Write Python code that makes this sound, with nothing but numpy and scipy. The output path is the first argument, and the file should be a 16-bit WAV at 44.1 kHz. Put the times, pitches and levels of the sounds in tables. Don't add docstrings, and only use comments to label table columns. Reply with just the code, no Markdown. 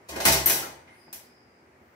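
import sys
import numpy as np
from scipy import signal
from scipy.fft import rfft, irfft
from scipy.io import wavfile
from scipy.ndimage import uniform_filter1d

SR = 44100
rng = np.random.default_rng(int(sys.argv[2]) if len(sys.argv) > 2 else 0)


def to_wav(s):
    ch = np.atleast_2d(s).T
    pcm = np.round(np.clip(ch, -1, 1) * 32767)
    wavfile.write(sys.argv[1], SR, pcm.astype(np.int16))


N = 85995
T, F = np.arange(N) / SR, np.maximum(np.fft.rfftfreq(N, 1 / SR), 1)

# (frequency [Hz], relative level [dB])
AIR_SPECTRUM = [(18, -58.5), (30, -42.5), (75, -9.5), (177, -13), (243, -10), (277, -12), (350, -7),
                (420, -11.5), (970, -14.5), (1050, -16.5), (2180, -18), (3590, -35.5), (4910, -32),
                (7260, -37.5), (15500, -45)]
# (frequency [Hz], level [dB])
HUM_TONES = [(247.6, -69.5), (382, -75)]
# (start [s], end [s], frequency [Hz], width [Hz], level [dB])
HIGH_BUZZES = [(0.95, 1.19, 4960, 260, -63.5), (1.115, 1.5, 5000, 300, -67),
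               (1.416, 1.689, 4910, 330, -73.5), (0.869, 1.099, 9330, 500, -68.5),
               (0.89, 1.119, 11400, 4320, -73), (1.76, 2.3, 14700, 2000, -79.5)]
# (time [s], frequency [Hz], width [Hz], level [dB], t60 [s])
LOOSE_PARTS = [(0.622, 1342, 300, -37.5, 0.32), (0.672, 255, 70, -47.5, 0.15),
               (0.870, 2113, 138.6, -54, 0.63), (1.080, 233, 160, -44, .06)]
# (time [s], rise [s], relative level at each of BANDS_HZ [dB], decay scale [s])
CATCH_CLICKS = [(0.867, 0.014, -84, -70, -60, -71.5, -79, 1),
                (1.079, .002, -56, -53, -60, -85, -101.5, 0.038),
                (1.127, 0.0015, -64, -57.5, -57.5, -52, -39, 0.42),
                (1.812, .004, -58, -63, -78, -87, -97, 0.095)]
# (frequency [Hz], level [dB], t60 [s])
SPRING_MODES = [(67.7, -46.5, .9), (294.3, -43, 0.52), (312, -48, .6), (613.4, -48, 0.66), (1070, -48, .7),
                (2110, -48.5, .6)]
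# (frequency [Hz], level [dB], t60 [s])
BAIL_MODES = [(8768, -24.5, .17), (8715, -34, 0.19), (15430, -35.5, .33), (11830, -36, .38),
              (6400, -37.5, 0.51), (2156, -37.5, .4), (325, -33.5, .25)]
# (frequency [Hz], relative level [dB], t60 [s])
FRAME_MODES = [(70, -4, 0.76), (137.3, -9.5, 0.91), (198.2, -2.5, 0.47), (304, -3, 0.37), (325, -4.5, 0.48),
               (460, -10.5, 0.77), (667, 1, .7), (804, -8.5, .6), (907.7, 1, 0.37), (1075.3, -3, .7),
               (1858, -0.5, .5), (2136, -13, .7), (2902, -11.5, 0.41), (4407, -13.5, .45),
               (4720, -14.5, .42), (6280, -9.5, .6), (6520, -7.5, .55)]
# (frequency [Hz], gain [dB])
CLATTER_SPECTRUM = [(35, -30.5), (52, -23.5), (72, -5.5), (170, -3.5), (310, 1.5), (420, -2.5), (800, 2),
                    (1400, 1), (2100, 5.5), (2900, 1.5), (4200, 3.5), (6200, 5), (7400, 1), (9000, 2),
                    (12000, 2.5), (14300, 1.5), (15600, 0.5)]
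# (frequency [Hz], t60 [s])
CLATTER_DECAY = [(80, 0.29), (300, 0.64), (900, 0.71), (2200, 0.52), (5000, 0.47), (9000, 0.39),
                 (15000, 0.33)]
# (time [s], rise [s], relative level at each of BANDS_HZ [dB], push on the frame [dB])
CAGE_BLOWS = [(0.086, 0.0061, -54, -48, -54.5, -47, -45, -18),
              (0.122, .012, -49.5, -49, -48.5, -64, -81, -23.5),
              (0.156, .008, -43, -35.5, -45.5, -47, -46.5, -18),
              (0.201, 0.0034, -54.5, -34, -42, -39.5, -40, -22.5),
              (0.250, .009, -32, -26, -27, -26, -19, 1.5),
              (0.272, 0.0057, -53.5, -40, -40.5, -28.5, -30.5, -4.5),
              (0.318, .006, -34, -46, -37.5, -29.5, -24.5, -16),
              (0.463, 0.0085, -52, -41, -37, -36.5, -23, -11.5),
              (0.496, .003, -45, -35.5, -35.5, -32.5, -22.5, -13.5),
              (0.548, 0.0085, -60, -45, -54.5, -47.5, -30, -32),
              (0.585, .010, -53, -46, -57.5, -44, -48, -20),
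              (0.632, 0.0084, -54, -53, -49.5, -73, -71, -28)]
# bass, low-mid, mid, presence and treble of a blow or click (frequency [Hz])
BANDS_HZ = [150, 650, 1800, 4800, 12000]

MIC_LAG_S, BAIL_LAG_S = .0002, .00036
WIRE_DB, CRACK_DB, WASH_DB, FRAME_DB = -4, -8, 1.5, -30.5
CHATTER_S = .012


def undb(db):
    return 10 ** (np.asarray(db) / 20)


def unit(x):
    return x / np.sqrt(np.mean(x ** 2))


def curve(points, hz):
    p = np.array(points, float)
    return np.interp(np.log(hz), np.log(p[:, 0]), p[:, 1])


def pan(db):
    return undb(np.vstack([db, -db]) / 2)


def fall(t, t60):
    return np.exp(-np.log(1000) * np.maximum(t, 0) / t60)


def attack(start, rise):
    return np.clip((T - start) / max(rise, 1e-4), 0, 1)


def diffuse(alike_below_hz=440):
    mid, side = np.exp(2j * np.pi * rng.random((2, len(F))))
    likeness = np.sinc(F / (2 * alike_below_hz))
    likeness += (1 - likeness) * np.exp(-(F / alike_below_hz) ** 2)
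    side = side * np.sqrt(1 - likeness) * np.array([[1], [-1]])
    return (mid * np.sqrt(1 + likeness) + side) * np.sqrt(N / 2)


def band(hz, width):
    return unit(irfft(diffuse() / (1 + ((F - hz) / width * 2) ** 2), N))


def mode(start, hz, t60, lag=0):
    t = np.maximum(T - start - np.array([[0], [lag]]), 0)
    return np.sin(2 * np.pi * hz * t) * fall(t, t60)


def colour(levels):
    db = curve(list(zip(BANDS_HZ, levels)), F) + curve(CLATTER_SPECTRUM, F)
    return undb(db) * np.sqrt(SR / 2 / np.maximum(F, 100))


def clusters(depth_db=3, width_hz=51):
    bins = int(width_hz * N / SR)
    ripple = uniform_filter1d(rng.standard_normal(len(F)), bins)
    ripple = unit(uniform_filter1d(ripple, bins // 2))
    return unit(undb(depth_db * ripple))


def background(lull_s=1.5, lull_db=-58.68, slope_db_per_s=2, fade_s=.085):
    air = unit(irfft(diffuse() * undb(curve(AIR_SPECTRUM, F)), N))
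    out = air * undb(lull_db + slope_db_per_s * abs(T - lull_s))
    out += sum(undb(db) * band(hz, width=8) for hz, db in HUM_TONES)
    for start, end, hz, width, db in HIGH_BUZZES:
        swell = attack(start, fade_s) * (1 - attack(end - fade_s, fade_s))
        out += undb(db) * band(hz, width) * swell
    return out


def wash(start, rise, gain, decay):
    noise, out = diffuse() * gain, 0
    octave = np.clip(np.round(np.log2(F / 110)), 0, 7)
    for k in range(8):
        part = octave == k
        out += irfft(noise * part, N) * fall(T - start, curve(decay, F[part].mean()))
    return out * attack(start, rise)


def loose_parts():
    out = 0
    for start, hz, width, db, t60 in LOOSE_PARTS:
        ting = .66 * mode(start, hz, t60) + .7 * band(hz, width) * fall(T - start, t60)
        out += undb(db) * ting * attack(start, .016 * t60)
    return out


def catch(ring, bunching, ring_db=-1.5):
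    out = 0
    for start, rise, *levels, decay_s in CATCH_CLICKS:
        gain = colour(levels) * bunching
        decay = [(500, 2.14 * decay_s), (5000, 1.06 * decay_s), (14000, .73 * decay_s)]
        out += wash(start, rise, gain, decay)
        struck = np.roll(irfft(ring * gain, N), int(start * SR), axis=1)
        out += undb(ring_db) * struck * attack(start, rise) * fall(T - start, 3 * decay_s)
    return out


def spring(start=.097):
    twang = sum(undb(db) * mode(start, hz, t60, MIC_LAG_S) for hz, db, t60 in SPRING_MODES)
    return twang * attack(start, rise=.03)


def bail(start=.4592, ping_hz=13362):
    flash = undb(-14) * mode(start, ping_hz, t60=.06, lag=BAIL_LAG_S)
    tail = undb(-18.5) * mode(start, ping_hz, t60=.29, lag=BAIL_LAG_S)
    body = sum(undb(db) * mode(start, hz, t60, BAIL_LAG_S) for hz, db, t60 in BAIL_MODES)
    return pan(db=4) * (flash + tail + body)


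def wires(count=520, spread_db=1.5, t60_share=.83):
    t, out = T[:N // 3], 0
    for draw, strength in zip(rng.random((count, 4)), rng.standard_normal((count, 2))):
        height, sustain, offsets = draw[0], draw[1], draw[2:, None]
        hz = 450 + 15200 * height ** 2
        t60 = t60_share * curve(CLATTER_DECAY, hz) * (.8 + .4 * sustain)
        mic_gains = undb(spread_db * np.tanh(strength))[:, None] * np.sqrt(height)
        out += mic_gains * np.sin(2 * np.pi * (hz * t + offsets)) * fall(t, t60)
    onset_rms = np.sqrt(np.mean(out[:, :SR // 100] ** 2))
    return rfft(out / onset_rms, N)


def chatter(start, rise, count=14):
    position, scatter = rng.random((2, count))
    delay = position * (rise - CHATTER_S * np.log(scatter))
    force = rng.standard_normal(count) * np.exp(-delay / (2 * CHATTER_S))
    out = np.zeros(N)
    np.add.at(out, np.clip(((start + delay) * SR).astype(int), 0, N - 1), force)
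    return out / np.sqrt(np.sum(out ** 2))


def sheet_floor(start=.285, gain_db=-23):
    boom = sum(undb(db + gain_db) * mode(start, hz, t60) for hz, db, t60 in FRAME_MODES[:2])
    return boom * attack(start, rise=.017)


def frame():
    pushes = np.zeros((1, N))
    for start, *_, push_db in CAGE_BLOWS:
        pushes[0, int(start * SR)] += undb(push_db)
    modes = sum(undb(db) * mode(0, hz, t60, MIC_LAG_S) for hz, db, t60 in FRAME_MODES)
    return undb(FRAME_DB) * signal.fftconvolve(pushes, modes * attack(0, rise=.013), axes=1)[:, :N]


def door(ring, bunching):
    mic_delay = np.exp(-2j * np.pi * F * np.array([[0], [MIC_LAG_S]]))
    crack = undb(CRACK_DB) * np.sqrt(CHATTER_S * SR) * mic_delay
    out = 0
    for start, rise, *levels, _ in CAGE_BLOWS:
        gain = colour(levels) * bunching
        contacts = rfft(chatter(start, rise)) * gain * F / np.hypot(F, 900)
        out += irfft(contacts * (undb(WIRE_DB) * ring + crack), N)
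        out += undb(WASH_DB) * wash(start, rise, gain, CLATTER_DECAY)
    return out


def scene():
    ring, bunching = wires(), clusters()
    slam = door(ring, bunching) + frame() + sheet_floor() + spring() + bail()
    mix = slam + loose_parts() + catch(ring, bunching) + background()
    lean_db = curve([(70, 4.5), (300, 0), (700, -.77), (4000, 1.5)], F)
    return irfft(rfft(mix) * pan(lean_db), N)


def record(dry):
    bass_shelf = np.maximum(1 / np.sqrt(1 + (56 / F) ** 20), .4)
    top_cut = signal.ellip(12, .2, 80, 15700, fs=SR, output="sos")
    return signal.sosfilt(top_cut, irfft(rfft(dry) * bass_shelf, N))


dry = scene()
out = record(dry)
to_wav(out)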